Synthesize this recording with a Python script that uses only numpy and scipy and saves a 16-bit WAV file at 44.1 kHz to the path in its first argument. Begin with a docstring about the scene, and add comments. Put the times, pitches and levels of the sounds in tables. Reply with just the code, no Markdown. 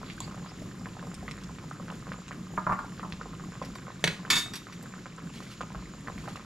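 """Soup simmers in a wide pan in a tiled kitchen corner. All along, the gas flame rumbles, its jet hisses
and bubbles pop. First, fingers rub a plastic bowl; at about 2.6 s it is put down with dull knocks.
At 4 s a dish clacks on the worktop, then a steel ladle clinks among other utensils. The ladle
scrapes as it is drawn out at about 5.4 s, and at the end it stirs wet leaves into the soup."""
import sys
import numpy as np
from scipy import signal
from scipy.fft import rfft, irfft, next_fast_len
from scipy.io import wavfile
from scipy.ndimage import uniform_filter1d

SR = 44100
rng = np.random.default_rng(int(sys.argv[2]) if len(sys.argv) > 2 else 0)


def transcribe(u):
    """Save the signal u as a 16-bit wav file named by the first command-line argument.

    u: samples, shape (n,) or (channels, n), limited to [-1, 1]; the rate is SR.
    q: integer samples, one column per channel.
    """
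    v = np.clip(np.atleast_2d(u).T, -1, 1)
    q = np.round(v * 32767).astype(np.int16)
    wavfile.write(sys.argv[1], SR, q)


N = 284429
TIME = np.arange(N) / SR
RING_TIME = TIME[:SR // 2]  # half a second for one sound to ring out


def undb(db):
    """Turn decibels into a number to multiply by."""
    return 10 ** (np.asarray(db) / 20)


def unit(x):
    """Scale a sound to an average (rms) level of 1."""
    return x / np.sqrt(np.mean(x ** 2))


def gain_at(points, hz):
    """Read the gain at a frequency from a curve of (Hz, dB) points."""
    point_hz, db = np.transpose(points)
    return undb(np.interp(np.log(hz + 1), np.log(point_hz), db))


def colour(x, points):
    """Make each frequency louder or softer, following a curve of (Hz, dB) points."""
    size = next_fast_len(len(x), real=True)
    return irfft(rfft(x, size) * gain_at(points, np.fft.rfftfreq(size, 1 / SR)), size)[:len(x)]


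def wander(rate):
    """A smooth random wobble, about 1 in size, with `rate` new values a second."""
    hold = int(SR / rate)
    steps = np.repeat(rng.standard_normal(N // hold + 1), hold)
    return 1.5 * uniform_filter1d(uniform_filter1d(steps, hold), hold)[:N]


def resonate(x, hz, width):
    """Keep a band of the sound, `width` Hz wide, so that it rings at one pitch."""
    return signal.lfilter(*signal.iirpeak(hz, hz / width, fs=SR), x)


def fade(t, ring_s):
    """Die away by 60 dB over the ring time."""
    return np.exp(-np.log(1000) * t / ring_s)


def swell(s, width_s):
    """Rise smoothly to 1 at time s and fall again."""
    return np.exp(-((TIME - s) / width_s) ** 2)


def strokes(rows):
    """Loudness of rubbing: each stroke grows tenfold in its rise time, shrinks tenfold in its fall time."""
    return sum(undb(db - 20 * np.maximum((s - TIME) / rise, (TIME - s) / fall))
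               for s, db, rise, fall in rows)


def add(track, s, sound):
    """Mix a sound into a track at time s."""
    start = int(np.clip(s * SR, 0, N - 1))
    track[start:start + len(sound)] += sound[:N - start]


def friction(tone, catches_per_s, spread_db):
    """Surfaces catch and slip, making noise whose level jumps about quickly."""
    return colour(rng.standard_normal(N) * undb(spread_db * wander(catches_per_s)), tone)


def blows(hits, notes, crack_tone, crack_s, contact_s, ring_db=0, scatter_db=0):
    """Each hit is a crack of noise plus the object's ringing notes, whose mix depends on where it lands."""
    out, onset = np.zeros(N), SR // 100
    for s, db, brightness in hits:
        tilt = [(1000, 0), (16000, 4 * brightness)]  # brightness acts on the four octaves above 1000 Hz
        noise = colour(rng.standard_normal(len(RING_TIME)), crack_tone)
        sound = colour(noise, tilt) * fade(RING_TIME, crack_s)
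        sound /= sound[:onset].std()
        if notes:
            ring = 0
            for hz, note_db, ring_s in notes:
                gain = undb(note_db + scatter_db * rng.standard_normal()) * gain_at(tilt, hz)
                ring += gain * fade(RING_TIME, ring_s) * np.sin(2 * np.pi * (hz * RING_TIME + rng.random()))
            sound += undb(ring_db) * ring / ring[:onset].std()
        sound *= 1 - np.exp(-RING_TIME / contact_s)  # builds up while the two things touch
        add(out, s, undb(db) * sound / sound[:onset].std())
    return out


# How much left and right differ. Each row: frequency in Hz, level of the difference in dB.
STEREO_SPREAD = [(60, -23.5), (200, -24.5), (400, -13), (700, -7), (1300, -9.5), (2400, -8.5),
                 (8000, -10.5), (15000, -11)]
def wide_noise(size):
    """Stereo noise, nearly alike on both sides in the bass and wider in the treble."""
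    middle, side = rng.standard_normal((2, size))
    side = colour(side, STEREO_SPREAD)
    return np.array([middle + side, middle - side])


# Echoes from the near tiles. Each row: left delay in seconds, right delay in seconds, level in dB.
TILE_ECHOES = [(.0021, 0.0018, -13), (.0054, 0.0051, -8), (.0083, 0.0066, -8.5)]
def kitchen(x, left_db, tiles_db, room_db):
    """A sound arrives directly, then off the tiles, then as the short echo of a small room."""
    tail = wide_noise(len(RING_TIME)) * fade(RING_TIME, ring_s=0.34) * (1 - fade(RING_TIME, 0.0062))
    response = undb(room_db) * unit(tail) / np.sqrt(len(RING_TIME))
    response[:, 0] += undb([left_db / 2, -left_db / 2])
    for left_s, right_s, db in TILE_ECHOES:
        response[0, int(left_s * SR)] += undb(db + tiles_db)
        response[1, int(right_s * SR)] += undb(db + tiles_db)
    return signal.fftconvolve(x[None], response, axes=1)[:, :N]


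# The tone of the flame's rumble and of its roar. Each row: frequency in Hz, level in dB.
RUMBLE_TONE = [(15, -36), (30, -9), (48, 17), (75, 7), (110, 7.5), (170, -54)]
ROAR_TONE = [(40, -20), (85, -17), (115, -5), (150, -4), (178, 2), (215, -6.5), (280, -10), (400, -17.5),
             (620, -27), (1100, -33), (3000, -47.5)]
# The cook's arm fans the flame. Each row: time in seconds, rise or dip of the rumble in dB.
ARM_WAVES = [(0.7, -2), (1.22, 9), (1.52, 9), (2.75, -16), (3.15, 8), (5.799, 9.5), (6.169, 6)]
def flame():
    """The flame roars with a flicker and rumbles as it is fanned; both ease off around 4.8 s."""
    rumble, roar = (unit(np.array([colour(side, tone) for side in wide_noise(N)]))
                    for tone in (RUMBLE_TONE, ROAR_TONE))
    lull = swell(4.82, width_s=0.67)
    fanned_db = sum(db * swell(s, width_s=0.054) for s, db in ARM_WAVES)
    flicker_db = 1.66 * wander(21.933)
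    return rumble * undb(-54.5 - 7 * lull + fanned_db) + roar * undb(-42.5 - 2.5 * lull + flicker_db)


# The tone of the gas hiss. Each row: frequency in Hz, level in dB.
HISS_TONE = [(500, 1.5), (850, -9), (1050, 9.5), (1500, 7.5), (3000, 3.5), (5200, -.5), (7200, -1),
             (8200, -17.5), (12000, -22), (15000, -60)]
# The notes the burner whistles. Each row: pitch in Hz, width in Hz, level in dB.
BURNER_NOTES = [(3880, 160, -7.5), (5130, 110, -4.5), (6850, 56, 4), (7030, 60, -1), (7180, 55, 5),
                (7190, 40, -1), (7500, 120, -6.5)]
def gas_jet():
    """Rushing gas hisses evenly and makes the burner whistle faintly, each note wavering by itself."""
    hiss = unit(np.array([colour(side, HISS_TONE) for side in wide_noise(N)]))
    whistle = unit(sum(undb(db + 2 * wander(25)) * resonate(wide_noise(N), hz, width)
                       for hz, width, db in BURNER_NOTES))
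    return hiss * undb(-56 + 0.5 * wander(13)) + whistle * undb(-61)


# Stirring. Each row: loudest moment in seconds, level in dB, rise and fall times in seconds.
LEAF_STIRS = [(6.29, -55.5, 0.32, 0.25)]
# The tone of the leaves. Each row: frequency in Hz, level in dB.
LEAF_TONE = [(700, -13), (1600, 1.5), (4500, -3), (12000, -19)]
def leaves():
    """The ladle pushes wet leaves under; they crackle finely."""
    return unit(friction(LEAF_TONE, catches_per_s=600, spread_db=5)) * strokes(LEAF_STIRS)


# Finger strokes. Each row: loudest moment in seconds, level in dB, rise and fall times in seconds.
FINGER_RUBS = [(0.09, -55, 0.15, 0.36), (0.243, -60, 0.044, 0.027), (0.49, -60, 0.2, 0.021)]
# The tone of the rubbing. Each row: frequency in Hz, level in dB.
RUB_TONE = [(1200, -18), (2100, 8), (2600, 4), (3000, 1), (3400, 6), (3950, 1), (4600, 5), (5400, -14),
            (6200, -10), (12000, -21)]
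def fingers():
    """Fingers rub over the plastic bowl in small uneven slips."""
    return unit(friction(RUB_TONE, catches_per_s=120, spread_db=4.5)) * strokes(FINGER_RUBS)


# Brief squeaks. Each row: time in seconds, level in dB, pitch in Hz, pitch climb in Hz per second.
SLIP_SQUEAKS = [(0.242, -53, 4540, -8), (0.49, -56.5, 5060, 8999)]
def squeaks():
    """A sliding surface catches for a moment and sings at a rough, wandering pitch."""
    out = np.zeros(N)
    for s, db, hz, climb in SLIP_SQUEAKS:
        pitch_hz = hz + climb * (TIME - s) + 230 * wander(1500)
        loudness = undb(db + 3 * wander(300)) * swell(s, width_s=0.018)
        out += loudness * np.sin(2 * np.pi * np.cumsum(pitch_hz) / SR)
    return out


# Sharp ticks. Each row: start in seconds, level in dB, brightness in dB per octave.
TICK_HITS = [(1.143, -48.5, 3), (1.3114, -45.5, -7), (1.437, -52, -1), (2.2817, -47, -7),
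             (4.8269, -47.5, 17), (5.6121, -52, -4.5)]
# The tone of a tick. Each row: frequency in Hz, level in dB.
TICK_TONE = [(150, -7.5), (600, -32), (2000, 3), (3700, 3.5), (5500, 2.5), (7500, 6), (10000, -12),
             (15000, -12)]
def ticks(spits_per_s=1.2, spit_db=-63, spread_db=20.5, brightness=-14):
    """Drops and handled things tick at set times; more drops spit on the hot rim at random."""
    draws = rng.random((int(spits_per_s * N / SR), 2))
    spits = [(when * N / SR, spit_db + spread_db * (2 * size - 1), brightness) for when, size in draws]
    return blows(list(TICK_HITS) + spits, [], TICK_TONE, crack_s=0.0065, contact_s=0.000099)


# The bowl's snap. Each row: start in seconds, level in dB, brightness in dB per octave.
SNAP_HITS = [(0.2039, -37, 5.5)]
# The high notes of its rim. Each row: pitch in Hz, level in dB, ring time in seconds.
RIM_NOTES = [(3430, 2, 0.037), (5500, -16, 0.037), (7040, 3, .025), (7800, 4, 0.015), (8740, -7, 0.016)]
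def bowl_snap():
    """The plastic snaps once under the fingers: a tick that briefly rings the rim."""
    return blows(SNAP_HITS, RIM_NOTES, TICK_TONE, crack_s=0.003, contact_s=0.00013,
                 ring_db=-6, scatter_db=3)


# The bowl's knocks. Each row: start in seconds, level in dB, brightness in dB per octave.
BOWL_HITS = [(0.205, -40, -30), (2.5755, -26, -9.5), (2.6665, -25, -5), (2.6715, -30, -14),
             (2.693, -28.5, -8), (2.698, -27, -12), (2.709, -28, -19), (2.7205, -27, 0), (2.726, -27.5, 2),
             (2.789, -30.5, 3.5), (3.030, -36.5, -17), (3.047, -40, -38)]
# The bowl's notes. Each row: pitch in Hz, level in dB, ring time in seconds.
BOWL_NOTES = [(114.6, -9, 0.12), (184, -3.5, .13), (628, -10, .04), (740, -11, .05), (881, -12, 0.12),
              (1020, -1, 0.04), (1110, -4, .03), (1205, -2, 0.05), (1400, -1, 0.055), (1624, -3, 0.04),
              (1786, -10, .04), (2005, -19, 0.2), (2075, -23, .15)]
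# The tone of its thud. Each row: frequency in Hz, level in dB.
BOWL_TONE = [(80, -13), (450, -15), (800, -12.5), (1100, 4.5), (1750, -16), (2200, -16), (3200, -35),
             (12000, -52)]
def bowl():
    """The plastic bowl knocks and rocks as it is put down; its notes die quickly."""
    return blows(BOWL_HITS, BOWL_NOTES, BOWL_TONE, crack_s=0.054, contact_s=0.00045, scatter_db=4)


# Thuds under the dish. Each row: start in seconds, level in dB, brightness in dB per octave.
WORKTOP_HITS = [(4.043, -32, -4), (4.077, -34.5, -6)]
# The worktop's notes. Each row: pitch in Hz, level in dB, ring time in seconds.
WORKTOP_NOTES = [(125, -8, .08), (165, 0, .08), (195, -2, .07)]
# The tone of its thud. Each row: frequency in Hz, level in dB.
WORKTOP_TONE = [(50, -20), (160, -5), (600, -20), (5000, -75)]
def worktop():
    """The worktop gives a low thud each time the dish lands on it."""
    return blows(WORKTOP_HITS, WORKTOP_NOTES, WORKTOP_TONE, crack_s=0.065, contact_s=0.0044,
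                 ring_db=9, scatter_db=3)


# The dish's clacks. Each row: start in seconds, level in dB, brightness in dB per octave.
DISH_HITS = [(4.0405, -20.5, -2), (4.0748, -25, -4)]
# The dish's notes. Each row: pitch in Hz, level in dB, ring time in seconds.
DISH_NOTES = [(460, -7, 0.05), (1020, -9, .05), (1470, -13, 0.05), (1750, -1, .035), (1840, -2, .035),
              (2090, -2, .03), (2214, 1, .03), (2390, -4, .03), (2700, -4, .035), (2950, -4, .03),
              (3500, -9, .04), (3844, -6, .05), (4414, -5, .05), (6035, -10, 0.05), (7047, -11, .05)]
# The tone of its clack. Each row: frequency in Hz, level in dB.
DISH_TONE = [(40, -21), (150, -15), (600, -6), (1200, -13.5), (2000, 1), (3200, 0), (5000, -6.5),
             (8000, -9.5), (11000, -17), (15000, -25)]
def dish():
    """A hard dish clacks down and bounces once."""
    return blows(DISH_HITS, DISH_NOTES, DISH_TONE, crack_s=0.024, contact_s=0.0004,
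                 ring_db=-5, scatter_db=0.5)


# Ladle and spoon hits. Each row: start in seconds, level in dB, brightness in dB per octave.
LADLE_HITS = [(4.3014, -19, 1), (4.3075, -32, 1), (4.3245, -32, -5), (4.329, -27.5, -2.5),
              (4.354, -28.5, 1.5), (4.364, -28.5, -2.5), (4.378, -31.5, 3.5), (4.392, -35.5, 1),
              (4.412, -40.5, -0.5)]
SPOON_HITS = [(3.6227, -47, -4), (3.6476, -47, 0.5), (3.752, -48, 1), (4.5351, -37.5, -0.5),
              (4.5545, -37.5, 3), (4.562, -46, -2), (4.724, -47, -2), (4.733, -57, 3)]
# The notes of each. Each row: pitch in Hz, level in dB, ring time in seconds.
LADLE_NOTES = [(1450, -8, .12), (1760, -4, .2), (2222, -1, .15), (2601, -6, .28), (3418, -8, .18),
               (3467, -3, .21), (3502, -3, .23), (3523, -5, .23), (3649, 0, .22), (3717, -4, .38),
               (4430, -6, .14), (4487, -.5, .16), (4577, -3, .16), (4748, -10, .14), (5042, -6, .16),
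               (5227, -10, .16), (5380, -6, .18), (5470, -10, .16), (5680, -7, .14), (5985, -12, .16),
               (6245, -14, .2), (6832, -4, .16), (6980, -11, .17), (7190, -13, .18), (7316, -13, .15),
               (7596, -14, .17), (8010, -10, .19), (8520, -13, .18), (8950, -13, .15), (10930, -16, .15)]
SPOON_NOTES = [(2520, -2, 0.06), (3430, -1, 0.07), (3715, -5, 0.2), (4620, 1, 0.07), (5050, -4, 0.07),
               (5610, -3, 0.1), (5690, -3, 0.09), (5990, -6, .07), (7750, -10, 0.07)]
# The tone of steel striking steel. Each row: frequency in Hz, level in dB.
STEEL_TONE = [(100, -5), (280, 1), (600, -14.5), (1100, 1.5), (1600, 1), (2150, 2), (2900, -1), (3550, 0),
              (4100, -3), (4550, -1.5), (5900, -11.5), (7000, -10), (9500, -12.5), (13000, -12),
              (15000, -27)]
def ladle_clinks():
    """The steel ladle rings as it rattles among the utensils, and lightly brushes a spoon."""
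    ladle = blows(LADLE_HITS, LADLE_NOTES, STEEL_TONE, crack_s=0.16, contact_s=0.00071,
                  ring_db=1.5, scatter_db=2)
    spoon = blows(SPOON_HITS, SPOON_NOTES, STEEL_TONE, crack_s=0.088, contact_s=0.00064,
                  ring_db=-2, scatter_db=4.5)
    return ladle + spoon


# The ladle slides. Each row: loudest moment in seconds, level in dB, rise and fall times in seconds.
LADLE_SLIDES = [(5.355, -46, 0.03, 0.1), (5.435, -58, 0.05, .05), (5.522, -45, 0.065, 0.03)]
# The tone of sliding steel. Each row: frequency in Hz, level in dB.
SCRAPE_TONE = [(500, -13), (2200, 4), (4500, 0.5), (6500, -5), (12000, -13), (15000, -19)]
def ladle_scrape():
    """As the ladle is drawn out, many tiny catches scrape it and barely make it ring."""
    catches = friction(SCRAPE_TONE, catches_per_s=400, spread_db=3.5)
    ring = sum(undb(db) * resonate(catches, hz, width=6 / ring_s) for hz, db, ring_s in LADLE_NOTES)
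    return unit(unit(catches) + 0.19 * unit(ring)) * strokes(LADLE_SLIDES)


def bubbles(rows, cycles, glide):
    """Each bubble (seconds, dB, Hz) rings for about `cycles` waves, mostly rising as its film opens."""
    out, t = np.zeros(N), TIME[:SR // 40]
    ring_times = [cycles / hz * np.exp(0.45 * rng.standard_normal()) for _, _, hz in rows]
    for (s, db, hz), ring_s in zip(rows, ring_times):
        turns = hz * (t + glide * rng.uniform(-0.18, 1.54) * t ** 2 / (2 * ring_s))
        loudness = (1 - np.exp(-(1.75 * hz * t) ** 2)) * fade(t, ring_s)  # swells within one wave
        add(out, s, undb(db) * np.sin(2 * np.pi * turns) * loudness / loudness.max())
    return out


def swarm(per_s, quiet_db, spread_db, range_db, centre_hz, octaves=1.3):
    """List bubbles (seconds, dB, Hz) that burst at random, most faint and a few louder."""
    when, size, down, up = rng.random((int(per_s * N / SR), 4)).T
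    db = quiet_db + np.minimum(-spread_db * np.log(size), range_db)
    return np.transpose([when * N / SR, db, centre_hz * 2 ** (octaves * (up - down))])


def boil(per_s=7, db=-45, spread_db=4, hz=1350, octaves=0.32):
    """List similar bubbles (seconds, dB, Hz) of steam that reach the surface at a loose, steady pace."""
    count = int(per_s * N / SR)
    late, size, pitch = rng.standard_normal((count, 3)).T
    when = (np.arange(count) + 0.5 + 0.5 * late) / per_s
    return np.transpose([when, db + spread_db * size, hz * 2 ** (octaves * pitch)])


def chain_pops(bursts, chain_s=0.03):
    """Each collapsing bubble sets off four quieter neighbours, lower or higher in pitch."""
    neighbours = []
    for s, db, hz in bursts:
        for lag, size, pitch in rng.random((4, 3)):
            start = s + 0.001 + chain_s * lag ** 2
            neighbours.append((start, db - 5.5 - 7 * lag - 5 * size, hz * 2 ** (2 * pitch - 0.75)))
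    return bubbles(neighbours, cycles=6, glide=0.2)


# The largest bubbles. Each row: start in seconds, level in dB, pitch in Hz.
BIG_BUBBLES = [(0.031, -30.5, 1200), (0.279, -36, 890), (0.312, -37, 1320), (0.3444, -36, 1220),
               (0.376, -35, 1600), (0.461, -34, 1310), (0.8577, -27, 1600), (0.968, -34.5, 1090),
               (0.994, -35, 1600), (1.0273, -32, 1050), (1.0694, -35.5, 930), (1.1157, -34.5, 1350),
               (1.28, -26, 1970), (1.3123, -29, 2140), (1.3787, -33, 1690), (1.5852, -33, 1240),
               (1.7117, -29.5, 1320), (1.798, -36, 1100), (1.882, -31.5, 1420), (1.9009, -28.5, 1370),
               (1.923, -36, 1200), (2.0689, -31, 1210), (2.091, -36, 1340), (2.1188, -22.5, 1520),
               (2.3095, -30.5, 1104), (2.3167, -27, 1690), (2.9951, -30, 1320), (3.1232, -23.5, 2160),
               (3.2121, -28.5, 1300), (3.5212, -32.5, 1380), (3.5538, -33.5, 1400), (3.6158, -30, 1020),
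               (3.6256, -31, 1620), (3.7561, -30, 1500), (3.7853, -34, 1950), (3.8691, -34, 1340),
               (3.8809, -33.5, 960), (3.9029, -34.5, 1060), (4.2506, -28, 1520), (4.2784, -32.5, 1220),
               (4.4439, -36, 2560), (4.4602, -34, 1630), (4.6687, -32, 1480), (4.9384, -31.5, 1420),
               (5.0577, -29, 1450), (5.1833, -32.5, 1370), (5.4038, -32, 1190), (5.6072, -27.5, 1285),
               (5.6129, -23.5, 1270), (5.7476, -30.5, 1140), (5.7538, -34, 1170), (5.9372, -35.5, 1160),
               (6.0741, -26.5, 1710), (6.0825, -27.5, 1200), (6.1019, -42, 1220), (6.1795, -31, 2060),
               (6.2774, -26.5, 1310), (6.3569, -31, 1200), (6.3715, -33.0, 1980), (6.3955, -34, 1090)]
# The notes of the hollow above the soup. Each row: pitch in Hz, width in Hz, level in dB.
PAN_NOTES = [(167, 24, 21.5), (455, 76, 7.5), (1026.3, 42, 0), (1223, 33, -6.5)]
def soup(bubble_db=-2):
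    """Big dry pops and a steady simmer ring the hollow of the pan; foam fizzes at the rim."""
    bursts = np.vstack([BIG_BUBBLES, boil()])
    big = undb(bubble_db) * bubbles(bursts, cycles=6, glide=0.15) + chain_pops(bursts)
    simmer = swarm(per_s=90, quiet_db=-50, spread_db=4, range_db=10, centre_hz=1500)
    foam = swarm(per_s=300, quiet_db=-54, spread_db=3.8, range_db=14, centre_hz=5400)
    pops = big + undb(bubble_db) * bubbles(simmer, cycles=12.4, glide=0.39)
    fizz = undb(bubble_db) * bubbles(foam, cycles=8.1, glide=0.1)
    hollow = sum(undb(db) * resonate(pops, hz, width) for hz, width, db in PAN_NOTES)
    return pops + undb(5) * hollow + fizz


def scene():
    """The burner, plus the handled things and the soup, each placed in the echoing kitchen."""
    return (kitchen(bowl(), left_db=0.5, tiles_db=-2, room_db=-5.5)
            + kitchen(dish() + worktop(), left_db=-1, tiles_db=-4.5, room_db=-5.5)
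            + kitchen(bowl_snap(), left_db=0, tiles_db=-9, room_db=-7.5)
            + kitchen(ticks() + fingers() + squeaks() + leaves(), left_db=-1, tiles_db=4, room_db=-7)
            + kitchen(ladle_clinks() + ladle_scrape(), left_db=-1.5, tiles_db=-3, room_db=-10)
            + flame() + gas_jet()
            + kitchen(soup(), left_db=-2, tiles_db=-8.5, room_db=-9.5))


# How far the left side's waves are shifted. Each row: frequency in Hz, shift in radians (minus is late).
LEFT_SHIFT = [(0, 0.0042), (1200, -0.078), (3000, -0.91), (5000, -0.45), (7000, -0.61), (12000, -1.05)]
def record(dry):
    """The left side lags slightly; the treble is softened, then cut off steeply at the very top."""
    size = next_fast_len(N, real=True)
    shift = np.interp(np.fft.rfftfreq(size, 1 / SR), *np.transpose(LEFT_SHIFT))
    left = irfft(rfft(dry[0], size) * np.exp(1j * shift), size)[:N]
    softened = signal.sosfilt(signal.butter(4, 13000, fs=SR, output="sos"), np.array([left, dry[1]]))
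    return signal.sosfilt(signal.ellip(8, 0.2, 70, 15300, fs=SR, output="sos"), softened)


dry = scene()
out = record(dry)
transcribe(out)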